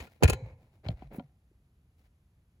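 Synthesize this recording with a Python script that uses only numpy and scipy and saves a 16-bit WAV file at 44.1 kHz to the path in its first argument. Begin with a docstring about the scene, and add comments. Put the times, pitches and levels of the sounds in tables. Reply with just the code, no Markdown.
"""A grainy rub and a light clack open the take, right at the microphone in a small quiet room.
A plastic disc case lets its catch go: a run of clacks, noise bursts that ring the modes of the shell,
with soft thumps, short falling sines, and a brief tail from the room, decaying noise and one held note.
Then fingers shift their grip: bumps, light damped ticks and rubs of stick-slip noise.
Behind it all, steady noise makes the low rumble of the room."""
import sys
import numpy as np
from scipy import signal
from scipy.fft import rfft, irfft, next_fast_len
from scipy.io import wavfile

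SR = 44100
rng = np.random.default_rng(int(sys.argv[2]) if len(sys.argv) > 2 else 0)


def bounce(signal):
    """Save signal as a 16-bit WAV file at the path given by the first command-line argument."""
    frames = np.transpose(np.atleast_2d(signal))
    limited = np.clip(frames, -1, 1)
    pcm = np.round(limited * 32767).astype(np.int16)
    wavfile.write(sys.argv[1], SR, pcm)


N = 114660  # 2.6 s
TIME = np.arange(N) / SR
BASS_HZ, MIDDLE_HZ, TREBLE_HZ = 450, 2370, 10800  # where the tone of a contact is set
ATTACK_S = 0.00057  # onset of clacks and ticks


def from_db(db):
    """Decibels to gain."""
    return 10 ** (np.asarray(db) / 20)


def at_hz(points, hz):
    """Read (frequency [Hz], value) points on a log-frequency axis."""
    points = np.array(points)
    return np.interp(np.log(hz + 1), np.log(points[:, 0]), points[:, 1])


def add(out, sound, s):
    """Mix a sound in at time s; what falls before the start or after the end is cut."""
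    start = int(s * SR)
    sound = sound[..., max(-start, 0):]
    start = max(start, 0)
    out[..., start:start + sound.shape[-1]] += sound[..., :N - start]


def noise(spectra, likeness, size, balance=None):
    """Stereo random-phase noise with the summed spectra, as alike left and right as the likeness says."""
    hz = np.arange(size // 2 + 1) * SR / size
    mid, side = np.exp(2j * np.pi * rng.random((2, len(hz)))) * np.sqrt(size / 2)
    alike = np.clip(at_hz(likeness, hz), -1, 1)
    left_right = np.array([[1], [-1]])
    db = sum(at_hz(points, hz) for points in spectra)
    if balance is not None:
        db = db + left_right * at_hz(balance, hz) / 2
    stereo = np.sqrt(1 + alike) * mid + left_right * np.sqrt(1 - alike) * side
    return irfft(from_db(db) * stereo, size)


def tone(level_db, bass_db, treble_db):
    """Spectrum of one contact: its level, with more or less bass and treble."""
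    return [(BASS_HZ, level_db + bass_db), (MIDDLE_HZ, level_db), (TREBLE_HZ, level_db + treble_db)]


def stick_slip(t, grain, slip_s):
    """Uneven force of a surface that catches and lets go, with a new random strength every slip."""
    force = np.interp(t / slip_s, np.arange(len(t)), rng.standard_normal(len(t)))
    return np.exp(grain * force - grain ** 2)


def resonance(x, hz, width_hz):
    """Two-pole resonance with gain 1 on top."""
    r = np.exp(-np.pi * width_hz / SR)
    feedback = [1, -2 * r * np.cos(2 * np.pi * hz / SR), r * r]
    return signal.lfilter(np.array([1, 0, -1]) * (1 - r * r) / 2, feedback, x + 1e-18)


def ringing(x, modes, spread_db=0):
    """A sound together with the modes that it rings, each a little stronger or weaker by chance."""
    out = x
    for (hz, width_hz, db), chance in zip(modes, rng.standard_normal(len(modes))):
        out = out + from_db(db + spread_db * chance) * resonance(x, hz, width_hz)
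    return out


# Clacks of the catch, close up: (time [s], relative level [dB], bass [dB], treble [dB], contact t60 [s])
CLACK_EVENTS = [(0.002, -18, -10.5, -11.5, 0.059), (0.0695, -31, -4, -12.5, 0.045),
                (0.161, -36, 10, -8, 0.0088), (0.2254, -10.5, 10.5, -8.5, 0.11), (0.2337, 4.5, 5, 5, 0.024),
                (0.2372, -1.5, -3.5, -2, 0.028), (0.2412, 2, -1.5, -4.5, 0.024),
                (0.253, -2, -7.5, -21.5, .028), (0.2771, -5, -16.5, -1.5, 0.045),
                (0.283, -9, -2, -3.5, 0.036), (0.2911, -14, 8.5, -13, 0.035), (0.2972, -3.5, 1.5, 8, 0.03),
                (0.3028, 2, 1, 2, 0.014), (0.32, -20.5, -8.5, -7.5, 0.028), (0.3266, -6.5, -3, -19.5, .02),
                (0.3314, -4.5, -1.5, -3.5, 0.024), (0.339, -23.5, -14, -8, 0.073)]
# Colour of the shell before each clack's own tone: (frequency [Hz], level [dB per Hz])
SHELL_COLOUR = [(25, -50), (60, -22.5), (170, -0.5), (300, -1), (480, -9.5), (800, -11), (1200, -21),
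                (1800, -19), (2600, -12.5), (3400, -23.5), (4300, -21), (5300, -26.5), (7200, -25),
                (10500, -27.5), (16000, -35)]
# Modes of the hollow shell: (frequency [Hz], width [Hz], gain [dB])
SHELL_RESONANCES = [(447, 45, 6), (834, 9.4, 0), (1040, 36, 3), (1407, 32, 6), (1692, 71, 6.5),
                    (1845, 35, 4.5), (2440, 45, 1), (2570, 70, 3.5), (3100, 42, 2), (4090, 70, 4),
                    (4470, 81, -3), (5200, 37, 1), (6490, 170, 3.5), (6700, 140, 0), (7470, 87, 5.5),
                    (9340, 180, 0.5), (10140, 190, 4), (11200, 140, 3), (15700, 130, 6)]
# Clacks at the two sides of the microphone: (frequency [Hz], left-right likeness [-1 to 1])
SHELL_LIKENESS = [(125, 0.97), (180, -0.28), (230, -0.88), (340, -0.88), (430, 0.94), (700, 0.99),
                  (1200, 0.91), (2600, 0.34), (4000, 0), (5500, .2), (7000, .8), (15000, 0.83)]
# Side the clacks lean to: (frequency [Hz], left minus right [dB])
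SHELL_BALANCE = [(380, 0), (620, 5.5), (1200, 9.5), (2000, 4), (2700, 7), (4300, 0.5), (7500, 0.5),
                 (10500, 0)]
# Bands of the clacks that barely reach the right port: (frequency [Hz], width [Hz], depth [dB])
RIGHT_DIPS = [(8450, 1500, -17.5), (12300, 990, -11)]
CLACK_SAMENESS = 0.49  # share of the shell's dense ringing that is the same at every clack
CLACK_GRAIN, CLACK_SLIP_S = 0.4, 0.00048
SHIVER_DB, SHIVER_T60_S = -26, 0.072  # the loose shell keeps trembling after each clack
MODE_SPREAD_DB = 3.5  # each clack strikes the modes with strengths of its own


def clacks():
    """Each clack is a burst of tiny slips that dies quickly and rings the shell's modes in its own way."""
    out, t = np.zeros((2, N)), TIME[:8192]
    hz = np.fft.rfftfreq(len(t), 1 / SR)
    shared = noise([SHELL_COLOUR], SHELL_LIKENESS, len(t), SHELL_BALANCE)
    for s, level_db, bass_db, treble_db, t60 in CLACK_EVENTS:
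        own = noise([SHELL_COLOUR], SHELL_LIKENESS, len(t), SHELL_BALANCE)
        dense = np.sqrt(CLACK_SAMENESS) * shared + np.sqrt(1 - CLACK_SAMENESS) * own
        dense = irfft(rfft(dense) * from_db(at_hz(tone(level_db, bass_db, treble_db), hz)))
        contact = from_db(-60 * t / t60)
        shiver = from_db(SHIVER_DB - 60 * t / SHIVER_T60_S)
        envelope = (1 - np.exp(-t / ATTACK_S)) * (contact + shiver)
        burst = envelope * stick_slip(t, CLACK_GRAIN, CLACK_SLIP_S) * dense
        add(out, ringing(burst, SHELL_RESONANCES, MODE_SPREAD_DB), s)
    for dip_hz, width_hz, db in RIGHT_DIPS:
        out[1] -= (1 - from_db(db)) * resonance(out[1], dip_hz, width_hz)
    return out


# Soft blows of hand and case: (time [s], peak level [dB], settled pitch [Hz], swell [s])
THUMP_EVENTS = [(0.0, -38, 67, 0.012), (0.2235, -22, 778, 0.0039), (0.23, -15, 139, 0.012),
                (0.242, -7, 77.2, 0.0088), (0.285, -19.5, 106, 0.0063), (0.31, -23, 65.5, 0.012),
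                (0.334, -36, 380, 0.0061), (0.336, -35, 123.7, 0.016), (0.405, -45, 55.3, 0.044),
                (0.421, -32, 109.3, 0.013), (0.463, -41.5, 110, 0.01), (0.501, -46, 85, .018),
                (0.86, -29.5, 87.1, 0.0098), (0.8868, -33, 615, 0.0033), (0.89, -21, 119, 0.0049),
                (0.907, -29, 101.4, 0.006), (0.929, -33, 57.4, 0.0082), (0.984, -47, 57.6, 0.035),
                (1.0222, -44.5, 612, 0.0019), (1.0235, -35.5, 205, 0.0017), (1.037, -49.5, 135.6, 0.024),
                (1.04, -49, 41.5, 0.038), (1.183, -27, 201.6, 0.0033), (1.195, -40.5, 731, 0.0052),
                (1.196, -42.5, 251.4, 0.0094), (1.22, -51, 135.4, 0.026), (1.513, -59, 327.7, 0.0033)]
THUMP_SAG, THUMP_SAG_SWELLS = 0.97, 0.3  # extra pitch at the start (share), its decay time (swells)


def thumps():
    """A soft blow bends the case for a few heavily damped swings; the faster bending waves arrive first."""
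    out, t = np.zeros(N), TIME[:8192]
    for s, db, hz, swell in THUMP_EVENTS:
        age = t / swell
        pitch = hz * (1 + THUMP_SAG * np.exp(-age / THUMP_SAG_SWELLS))
        envelope = (age * np.exp(1 - age)) ** 2
        add(out, from_db(db) * envelope * np.sin(2 * np.pi * np.cumsum(pitch) / SR), s)
    return out


# Light dry ticks of the fingers: (time [s], relative level [dB], bass [dB], treble [dB], t60 [s])
TICK_EVENTS = [(0.8555, -43, 16, -33, .02), (0.8641, -18.5, -4.5, -25, 0.011), (0.8853, -7, -36, -8, 0.011),
               (0.903, -23, -19.5, -22, 0.021), (1.0215, -26.5, 1.5, -39, 0.011),
               (1.1835, -38, 11, -10, 0.014), (1.1955, -25, 9, -19, 0.015), (1.2005, -38, 22, -25, 0.0072),
               (1.2076, -41, 6, -17, 0.013)]
# Colour of a tick before its own tone: (frequency [Hz], level [dB per Hz])
TICK_COLOUR = [(100, -16), (800, -8.5), (1400, -21.5), (2400, -18.5), (3200, -19), (4200, -16),
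               (5500, -27.5), (7200, -25), (16000, -45)]
# Side the ticks lean to: (frequency [Hz], left minus right [dB])
TICK_SIDES = [(400, -5.5), (1000, 4.5), (1500, 15), (2300, 11.5), (4000, 11), (5800, 0)]
# Modes of the held case: (frequency [Hz], width [Hz], gain [dB])
HELD_CASE_MODES = [(568, 32, 12), (746.5, 45, 19), (971.4, 60, 11.5), (1390, 55, 10.5), (2296, 170, 4.5),
                   (3150, 150, 1), (4110, 227, 3.5)]
# Ticks, rubs, room and floor at the microphone: (frequency [Hz], left-right likeness [-1 to 1])
COMMON_LIKENESS = [(150, 1), (500, 1), (1100, .7), (2200, 0.22), (5000, .4), (7500, .85), (11000, 1),
                   (15000, 0.93)]


def ticks():
    """Small contacts, damped at once by the hand that holds the plastic."""
    out, t = np.zeros((2, N)), TIME[:4096]
    for s, level_db, bass_db, treble_db, t60 in TICK_EVENTS:
        force = (1 - np.exp(-t / ATTACK_S)) * from_db(-60 * t / t60)
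        spectra = [TICK_COLOUR, tone(level_db, bass_db, treble_db)]
        add(out, force * noise(spectra, COMMON_LIKENESS, len(t), TICK_SIDES), s)
    return ringing(out, HELD_CASE_MODES)


# Fingers sliding on plastic: (start [s], swell [s], fade [s], relative level [dB], bass [dB], treble [dB])
RUB_EVENTS = [(-0.06, 0.064, 0.11, 6.5, -1.5, -2.5), (0.061, 0.047, 0.14, -10, -5.5, -0.5),
              (0.194, 0.061, 0.0072, 1.5, 19, -3), (0.41, 0.054, 0.11, -4.5, 0.5, -12.5),
              (0.55, 0.072, 0.13, -16.5, 4, -1), (0.69, 0.046, 0.1, -17, 3, -1),
              (0.828, 0.034, 0.024, 5.5, 4, -14), (0.872, 0.02, 0.077, -2, 9, -5.5),
              (0.92, 0.1, 0.094, -5.5, -1, -10.5), (1.096, 0.044, 0.079, 2, 8, -20.5),
              (1.11, 0.048, 0.044, -19, 7, 25.5), (1.178, 0.019, 0.023, -6.5, 19.5, -10),
              (1.199, 0.01, 0.13, -17, 5.5, -7.5), (1.96, 0.04, 0.06, -18, -7, 2.5),
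              (2.025, 0.028, 0.04, -16, -5, 0)]
# Colour of a rub before its own tone: (frequency [Hz], level [dB per Hz])
RUB_COLOUR = [(20, -75), (50, -57.5), (150, -33.5), (350, -43.5), (700, -41.5), (1100, -52.5), (1600, -54),
              (2150, -49.5), (3200, -58), (4100, -57), (6000, -65), (9000, -63.5), (11300, -66),
              (13200, -60.5), (15500, -65)]
# Side the rubs lean to: (frequency [Hz], left minus right [dB])
RUB_SIDES = [(700, -1), (2200, 6), (3500, 3.5), (5500, 0)]
RUB_GRAIN, RUB_SLIP_S = 0.4, 0.0022  # unevenness of a rub and length of one slip


def rubs():
    """Skin drags over the plastic in short grainy strokes."""
    out, t = np.zeros((2, N)), TIME[:16384]
    for s, swell, fade, level_db, bass_db, treble_db in RUB_EVENTS:
        stroke = np.interp(t, [0, swell, swell + fade], [0, np.pi / 2, np.pi])
        pressure = np.sin(stroke) ** 2
        spectra = [RUB_COLOUR, tone(level_db, bass_db, treble_db)]
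        drag = noise(spectra, COMMON_LIKENESS, len(t), RUB_SIDES)
        add(out, pressure * stick_slip(t, RUB_GRAIN, RUB_SLIP_S) * drag, s)
    return out


# Answer of the small room: (frequency [Hz], level [dB], t60 [s])
ROOM_ANSWER = [(60, -23, 0.97), (122.27, -7, 1), (250, -21.5, 1), (495, -13.5, 0.85), (982.5, -17, 0.9),
               (2200, -23, 0.7), (4600, -20, 0.4), (8991, -32, 0.66), (16000, -33.5, 0.38)]
ROOM_BUILD_S = 0.0067


def room(x):
    """A dull diffuse tail, noise that dies at its own rate in each octave."""
    table, t = np.array(ROOM_ANSWER), TIME[:SR]
    air, answer = noise([table[:, :2]], COMMON_LIKENESS, len(t)), 0
    edges = 40 * 2. ** np.arange(10)  # octaves
    for low, high in zip(edges, edges[1:]):
        t60 = at_hz(table[:, ::2], np.sqrt(low * high))
        band = signal.sosfilt(signal.butter(2, [low, high], "band", fs=SR, output="sos"), air)
        same_energy = np.sqrt(2 * np.log(1000) / (t60 * SR))  # a longer tail is made quieter
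        answer = answer + band * from_db(-60 * t / t60) * same_energy
    return signal.fftconvolve(x, answer * (1 - np.exp(-t / ROOM_BUILD_S)), axes=1)[:, :N]


RING_S, RING_HZ, RING_T60_S, RING_DB = 0.34, 525, 0.61, -47.5  # start, pitch, decay, level at the start


def held_note():
    """One note hangs on after the clacks, a decaying sine."""
    age = np.maximum(TIME - RING_S, 0)
    return from_db(RING_DB - 60 * age / RING_T60_S) * np.sin(2 * np.pi * RING_HZ * age)


# Bands that stand out of the clacks' tail: (frequency [Hz], width [Hz], gain [dB])
TAIL_MODES = [(880, 60, -2), (2200, 170, 6), (4020, 240, 11), (6300, 200, 1)]
DAMP_S, DAMP_FALL_S, DAMP_DB = 0.526, 0.03, -5.5  # the lingering ring drops: when, how fast, how far
THUMP_ROOM_DB = -4


def tail(plastic, blows):
    """The room answers the left side of the clacks and the blows; the clacks' ring drops in level."""
    damping = from_db(np.interp(TIME, [DAMP_S, DAMP_S + DAMP_FALL_S], [0, DAMP_DB]))
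    clack_tail = ringing(room(plastic[:1]), TAIL_MODES)
    return damping * (held_note() + clack_tail) + from_db(THUMP_ROOM_DB) * room(blows[None])


# Steady background of the quiet room: (frequency [Hz], level [dB per Hz])
FLOOR_COLOUR = [(20, -59.5), (35, -44.5), (70, -39.5), (130, -47), (280, -60.5), (550, -69.5),
                (1100, -74.5), (2400, -77), (5500, -85), (11000, -82.5), (14000, -84), (16000, -100)]


def room_floor():
    """Low room rumble, steady noise strongest in the bass."""
    return noise([FLOOR_COLOUR], COMMON_LIKENESS, N)


def scene():
    """Case and fingers close by, the room behind them."""
    plastic, blows = clacks(), thumps()
    return plastic + blows + ticks() + rubs() + tail(plastic, blows) + room_floor()


# The left side of the microphone hears the treble late: (frequency [Hz], lag [ms])
LEFT_SIDE_LAG = [(600, 0), (1200, .1), (2600, .2), (4100, .23), (6300, .16), (8500, .176), (15500, .193)]
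LOW_CUT_HZ, CUTOFF_HZ = 38, 16200


def record(dry):
    """The left side lags a little in the treble; the deepest bass and the top are cut off."""
    low_cut = signal.butter(3, LOW_CUT_HZ, "high", fs=SR, output="sos")
    left, right = signal.sosfilt(low_cut, dry)
    size = next_fast_len(2 * N)
    hz = np.fft.rfftfreq(size, 1 / SR)
    lag_s = at_hz(LEFT_SIDE_LAG, hz) / 1000
    left = irfft(rfft(left, size) * np.exp(-2j * np.pi * hz * lag_s), size)[:N]
    top_cut = signal.ellip(10, .3, 70, CUTOFF_HZ, fs=SR, output="sos")
    return signal.sosfilt(top_cut, np.array([left, right]))


dry = scene()
out = record(dry)
bounce(out)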